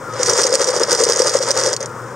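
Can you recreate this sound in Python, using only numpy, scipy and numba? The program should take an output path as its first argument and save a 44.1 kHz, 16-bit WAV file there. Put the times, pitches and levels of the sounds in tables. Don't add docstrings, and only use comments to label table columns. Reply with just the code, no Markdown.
import sys
import numpy as np
from scipy import signal
from scipy.fft import rfft, irfft, next_fast_len
from scipy.io import wavfile
from scipy.ndimage import uniform_filter1d
from numba import njit

SR = 44100
rng = np.random.default_rng(int(sys.argv[2]) if len(sys.argv) > 2 else 0)


def generate_wav(sig):
    pcm = np.round(np.clip(np.atleast_2d(sig).T, -1, 1) * 32767).astype(np.int16)
    wavfile.write(sys.argv[1], SR, pcm)


N = 94815


def undb(db):
    return 10 ** (np.asarray(db) / 20)


def unit(x):
    return x / np.sqrt(np.mean(x ** 2))


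def on_log_axis(points, hz):
    f, v = np.array(points, float).T
    return np.interp(np.log(np.maximum(hz, 1)), np.log(f), v)


def colour(x, points):
    size = next_fast_len(2 * len(x))
    size += size % 2
    cepstrum = irfft(np.log(undb(on_log_axis(points, np.fft.rfftfreq(size, 1 / SR)))))
    cepstrum[1:size // 2] *= 2
    cepstrum[size // 2 + 1:] = 0
    return irfft(rfft(x, size) * np.exp(rfft(cepstrum)))[:len(x)]


def fade(t, t60_s):
    return np.exp(-np.log(1000) * t / t60_s)


def drift(rate_hz):
    width = int(SR / rate_hz)
    smoothed = uniform_filter1d(rng.standard_normal(N), width, mode="wrap")
    return unit(uniform_filter1d(smoothed, width, mode="wrap"))


def add(out, start_s, sound):
    i = max(int(start_s * SR), 0)
    out[..., i:i + sound.shape[-1]] += sound[..., :N - i]


def swells(rows, rest=0):
    t = np.arange(N) / SR
    power = sum(undb(db) ** 2 * np.exp(-((t - mid_s) / half_s) ** 2) for mid_s, half_s, db in rows)
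    return np.sqrt(rest ** 2 + power)


def street(hum_hz=119.9, hum_waver=0.012):
    # f/Hz, level/dB
    traffic_spectrum = [(25, -38), (45, -26), (80, -18.5), (105, -4.5), (150, -3), (180, -9.5), (225, -6),
                        (280, -12.5), (360, -4), (430, -6), (495, 1), (650, -13), (1050, -6), (1500, -10.5),
                        (1850, -16), (2700, -31.5), (4200, -34.5), (5500, -25.5), (9000, -29),
                        (10500, -42.5), (15000, -44)]
    # f/Hz, level/dB
    whirr_spectrum = [(900, -15.5), (1200, -19.5), (1260, 15), (1320, -8), (1385, 10), (1450, -2),
                      (1900, -36.5)]
    # centre t/s, half length/s, level/dB
    whirr_swells = [(.08, 0.051, -33.5), (1.91, 0.04, -35), (2.01, 0.026, -32)]
    rumble = unit(colour(rng.standard_normal(N), traffic_spectrum)) * undb(-31 + drift(29))
    hum_phase = 2 * np.pi * np.cumsum(hum_hz * (1 + hum_waver * drift(6.2))) / SR
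    hum = np.sqrt(2) * np.sin(hum_phase) * undb(-42 + 3.4 * drift(2.2))
    whirr = unit(colour(rng.standard_normal(N), whirr_spectrum)) * swells(whirr_swells)
    return rumble + hum + whirr


def contacts(per_s, spread_db):
    strength = undb(spread_db * np.minimum(rng.exponential(size=N), 4))
    return (rng.random(N) < per_s / SR) * strength * rng.choice([-1, 1], N)


def stone(x, ring_hz, ring_db=9, relative_width=0.045):
    # f/Hz, level/dB
    heap_spectrum = [(500, -25), (2000, -8.5), (2600, -17), (4000, -9), (4700, 2.5), (5700, 2.5),
                     (7000, 0.5), (7700, -3.5), (9000, -3), (9600, -9.5), (10700, -24), (15000, -29)]
    hz = np.geomspace(300, SR / 2, 300)
    peak_db = ring_db / (1 + ((hz / ring_hz - 1) / relative_width) ** 2)
    return colour(x, np.column_stack([hz, on_log_axis(heap_spectrum, hz) + peak_db]))


def grit(per_s=1400, sizes=9, side_db=-21):
    mid, side = 0, 0
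    for ring_hz in np.geomspace(4700, 8400, sizes):
        ticks = contacts(per_s / sizes, spread_db=2.5)
        mid += stone(ticks, ring_hz)
        side += stone(ticks * rng.standard_normal(N), ring_hz)
    side = undb(side_db) * unit(side)
    return unit(mid) + np.array([side, -side])


def sliding(start_s=0.23, stop_s=1.73, ramp_s=0.024, rub_gain_db=2.22, grit_gain_db=-2.5):
    # centre t/s, half length/s, rub level/dB, grit level/dB
    slides = np.array([(0.175, 0.043, -31, -37.5), (0.219, 0.02, -25.5, -24.5),
                       (0.299, 0.029, -21.5, -15.5), (0.356, 0.022, -28.5, -22), (0.397, 0.027, -17.5, -13),
                       (0.469, 0.027, -22.5, -17), (0.541, 0.024, -21.5, -20), (0.617, 0.023, -19, -16),
                       (0.685, 0.018, -22, -17.5), (0.753, 0.03, -21, -19), (0.821, 0.025, -21, -20.5),
                       (0.925, 0.031, -19, -16.5), (1.012, 0.031, -21, -14.5), (1.084, 0.018, -18.5, -19),
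                       (1.128, 0.03, -22.5, -18), (1.198, 0.027, -19.5, -15), (1.277, 0.025, -19, -14),
                       (1.354, 0.023, -19.5, -16), (1.431, 0.016, -25.5, -18.5),
                       (1.488, 0.024, -20.5, -20.5), (1.583, 0.029, -21, -17), (1.661, 0.036, -21, -17.5),
                       (1.73, 0.014, -24, -23.5), (1.828, 0.02, -29.5, -34)])
    # f/Hz, level/dB
    rub_spectrum = [(40, -28), (150, -23.5), (280, -9.5), (400, 3), (510, 10.5), (600, 4.5), (690, -6),
                    (950, 0.5), (1100, -3), (1250, 0), (1700, -5.5), (2000, -6), (2500, -18.5), (4000, -15),
                    (9000, -58)]
    t = np.arange(N) / SR
    shaking = (1 + np.tanh((t - start_s) / ramp_s)) * (1 - np.tanh((t - stop_s) / ramp_s)) / 4
    rub_envelope = swells(slides[:, [0, 1, 2]], rest=shaking * undb(-36))
    grit_envelope = swells(slides[:, [0, 1, 3]], rest=shaking * undb(-37.5))
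    rub = unit(colour(contacts(per_s=1500, spread_db=2), rub_spectrum))
    return undb(rub_gain_db) * rub * rub_envelope + undb(grit_gain_db) * grit() * grit_envelope


def clacks(attack_s=0.0012, t60_s=0.0079, scatter_db=-18, scatter_t60_s=0.036, gain_db=1.5):
    # t/s, level/dB, ring f/Hz
    hits = [(0.1368, -37, 6030), (0.215, -29, 6040), (0.2308, -14.5, 6770), (0.2603, -19.5, 5900),
            (0.268, -30, 8200), (0.2958, -15, 5670), (.298, -15, 6040), (0.3326, -16.5, 5500),
            (0.3773, -22, 5440), (0.393, -17, 6600), (0.4152, -16, 8650), (0.4333, -15.5, 5350),
            (0.4379, -13.5, 5350), (0.4666, -15.5, 6650), (0.5262, -16.5, 5160), (.5393, -15, 7000),
            (0.5465, -16.5, 5600), (0.5533, -11.5, 7800), (0.615, -17.5, 6100), (0.6424, -15, 5850),
            (0.686, -18.5, 6400), (0.7052, -21, 8500), (0.7633, -20, 6100), (.797, -21, 6000),
            (.8337, -12.5, 5370), (.909, -16.5, 5070), (0.9159, -14, 5550), (.929, -13, 6340),
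            (0.9483, -15, 5800), (.9755, -26, 5600), (1.0364, -11.5, 6200), (1.044, -16.5, 8500),
            (1.0513, -16, 5660), (1.088, -16.5, 6500), (1.098, -15, 5900), (1.1047, -18.5, 6000),
            (1.1211, -12, 5200), (1.133, -17, 6130), (1.1603, -17, 6600), (1.171, -19, 6800),
            (1.192, -16.5, 5800), (1.1942, -19, 6200), (1.219, -12, 5500), (1.2702, -15.5, 4830),
            (1.293, -18, 5460), (1.3402, -20, 7040), (1.388, -22, 5800), (1.4248, -17, 5860),
            (1.4868, -20, 8560), (1.5066, -13, 5270), (1.513, -13, 6100), (1.5735, -17.5, 6700),
            (1.597, -25, 5100), (1.6355, -17, 6350), (1.661, -18, 5500), (1.7299, -18, 6240),
            (1.736, -21.5, 4900), (1.7643, -20.5, 4530), (1.804, -30, 6800), (1.81, -30, 6300),
            (1.827, -25.5, 6390), (1.8585, -27.5, 7400)]
    out, t = np.zeros((2, N)), np.arange(2048) / SR
    onset = 1 - np.exp(-t / attack_s)
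    for start_s, db, ring_hz in hits:
        stretch, pan_db = rng.standard_normal(2)
        chips, diffuse = rng.standard_normal((2, len(t)))
        crunch = unit(chips ** 3) * fade(t, t60_s * np.exp(0.17 * stretch))
        scatter = undb(scatter_db) * diffuse * fade(t, scatter_t60_s)
        clack = stone((crunch + scatter) * onset, ring_hz)
        clack /= np.sqrt(np.mean(clack[t < 0.006] ** 2))
        add(out, start_s, clack * undb(db + gain_db + pan_db * np.array([[0.5], [-0.5]])))
    return out


def thumps(attack_s=0.00404, mode_spread=0.023, gain_db=1):
    # t/s, level/dB, loaded wall f/Hz
    hits = [(0.198, -9, 492), (0.222, -14.5, 494), (0.3081, -11.5, 510), (0.3291, -8.5, 490),
            (0.3866, -9, 425), (0.4491, -3, 509), (0.4982, -6.5, 506), (0.5226, -3.5, 522),
            (0.5395, -3.5, 528), (0.548, -12.5, 475), (0.5874, -12, 508), (0.602, -7.5, 518),
            (0.614, -4.5, 502), (0.6825, -8, 494), (0.695, -10.5, 524), (0.7635, -7, 458),
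            (0.802, -7.5, 488), (0.8133, -1.5, 493), (0.8823, -10.5, 570), (1.0033, -2.5, 466),
            (1.0191, -5.5, 522), (1.0278, -2.5, 491), (1.066, -4, 465), (1.0954, -2, 472), (1.165, -9, 515),
            (1.2004, 1.5, 479), (1.2204, -6, 548), (1.2552, -7.5, 572), (1.3509, 2, 530.6),
            (1.404, -8, 540), (1.4783, -11.5, 524), (1.4998, -11.5, 527), (1.5875, -8, 534),
            (1.6613, -6.5, 534), (1.6696, -7, 503), (1.806, -15, 510)]
    # frequency ratio, level/dB, t60/s
    wall_modes = [(1, 3, 0.053), (0.63, -13.5, 0.037), (0.938, -8, 0.046), (1.133, -31, 0.017),
                  (2.46, -34, 0.014)]
    out, t = np.zeros(N), np.arange(4096) / SR
    onset = 1 - np.exp(-(t / attack_s) ** 2)
    for start_s, db, wall_hz in hits:
        detunes = 1 + mode_spread * rng.standard_normal(len(wall_modes))
        ring = np.zeros(len(t))
        for (ratio, mode_db, t60_s), detune in zip(wall_modes, detunes):
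            ring += undb(mode_db) * np.sin(2 * np.pi * wall_hz * ratio * detune * t) * fade(t, t60_s)
        add(out, start_s - attack_s / 2, undb(db + gain_db) * ring * onset)
    return out


def scene(barrel_gain_db=2):
    # f/Hz, left minus right level/dB
    port_balance = [(60, 3), (380, 4.5), (2400, 4.5), (3400, 8.5), (4400, -3.5), (5700, -6), (7000, 4),
                    (8100, 0), (15000, 0.5)]
    # f/Hz, left lead/rad
    port_phase = [(100, -0.011), (3200, -0.22), (4200, -1.76), (5100, -0.6), (6460, 0.72), (7400, -0.84),
                  (10200, -0.71)]
    sound = (sliding() + clacks() + thumps()) * undb(barrel_gain_db) + street()
    hz = np.fft.rfftfreq(N, 1 / SR)
    left_response = undb(on_log_axis(port_balance, hz) / 2) * np.exp(0.5j * on_log_axis(port_phase, hz))
    return irfft(rfft(sound) * np.array([left_response, 1 / left_response]), N)


@njit
def follow(x, attack_s, release_s):
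    out, level = np.empty(len(x)), 0.
    for i in range(len(x)):
        level += (x[i] - level) / (SR * (attack_s if x[i] > level else release_s))
        out[i] = level
    return out


def record(dry, knee_db=-18.5, ratio=1.57, top_hz=15700):
    level = follow(np.abs(dry).mean(axis=0), attack_s=0.021, release_s=0.2)
    gain = np.maximum(level / undb(knee_db), 1) ** (1 / ratio - 1)
    lowpass = signal.ellip(8, 0.2, 70, top_hz, fs=SR, output="sos")
    return signal.sosfilt(lowpass, np.clip(dry * gain, -1, 1))


dry = scene()
out = record(dry)
generate_wav(out)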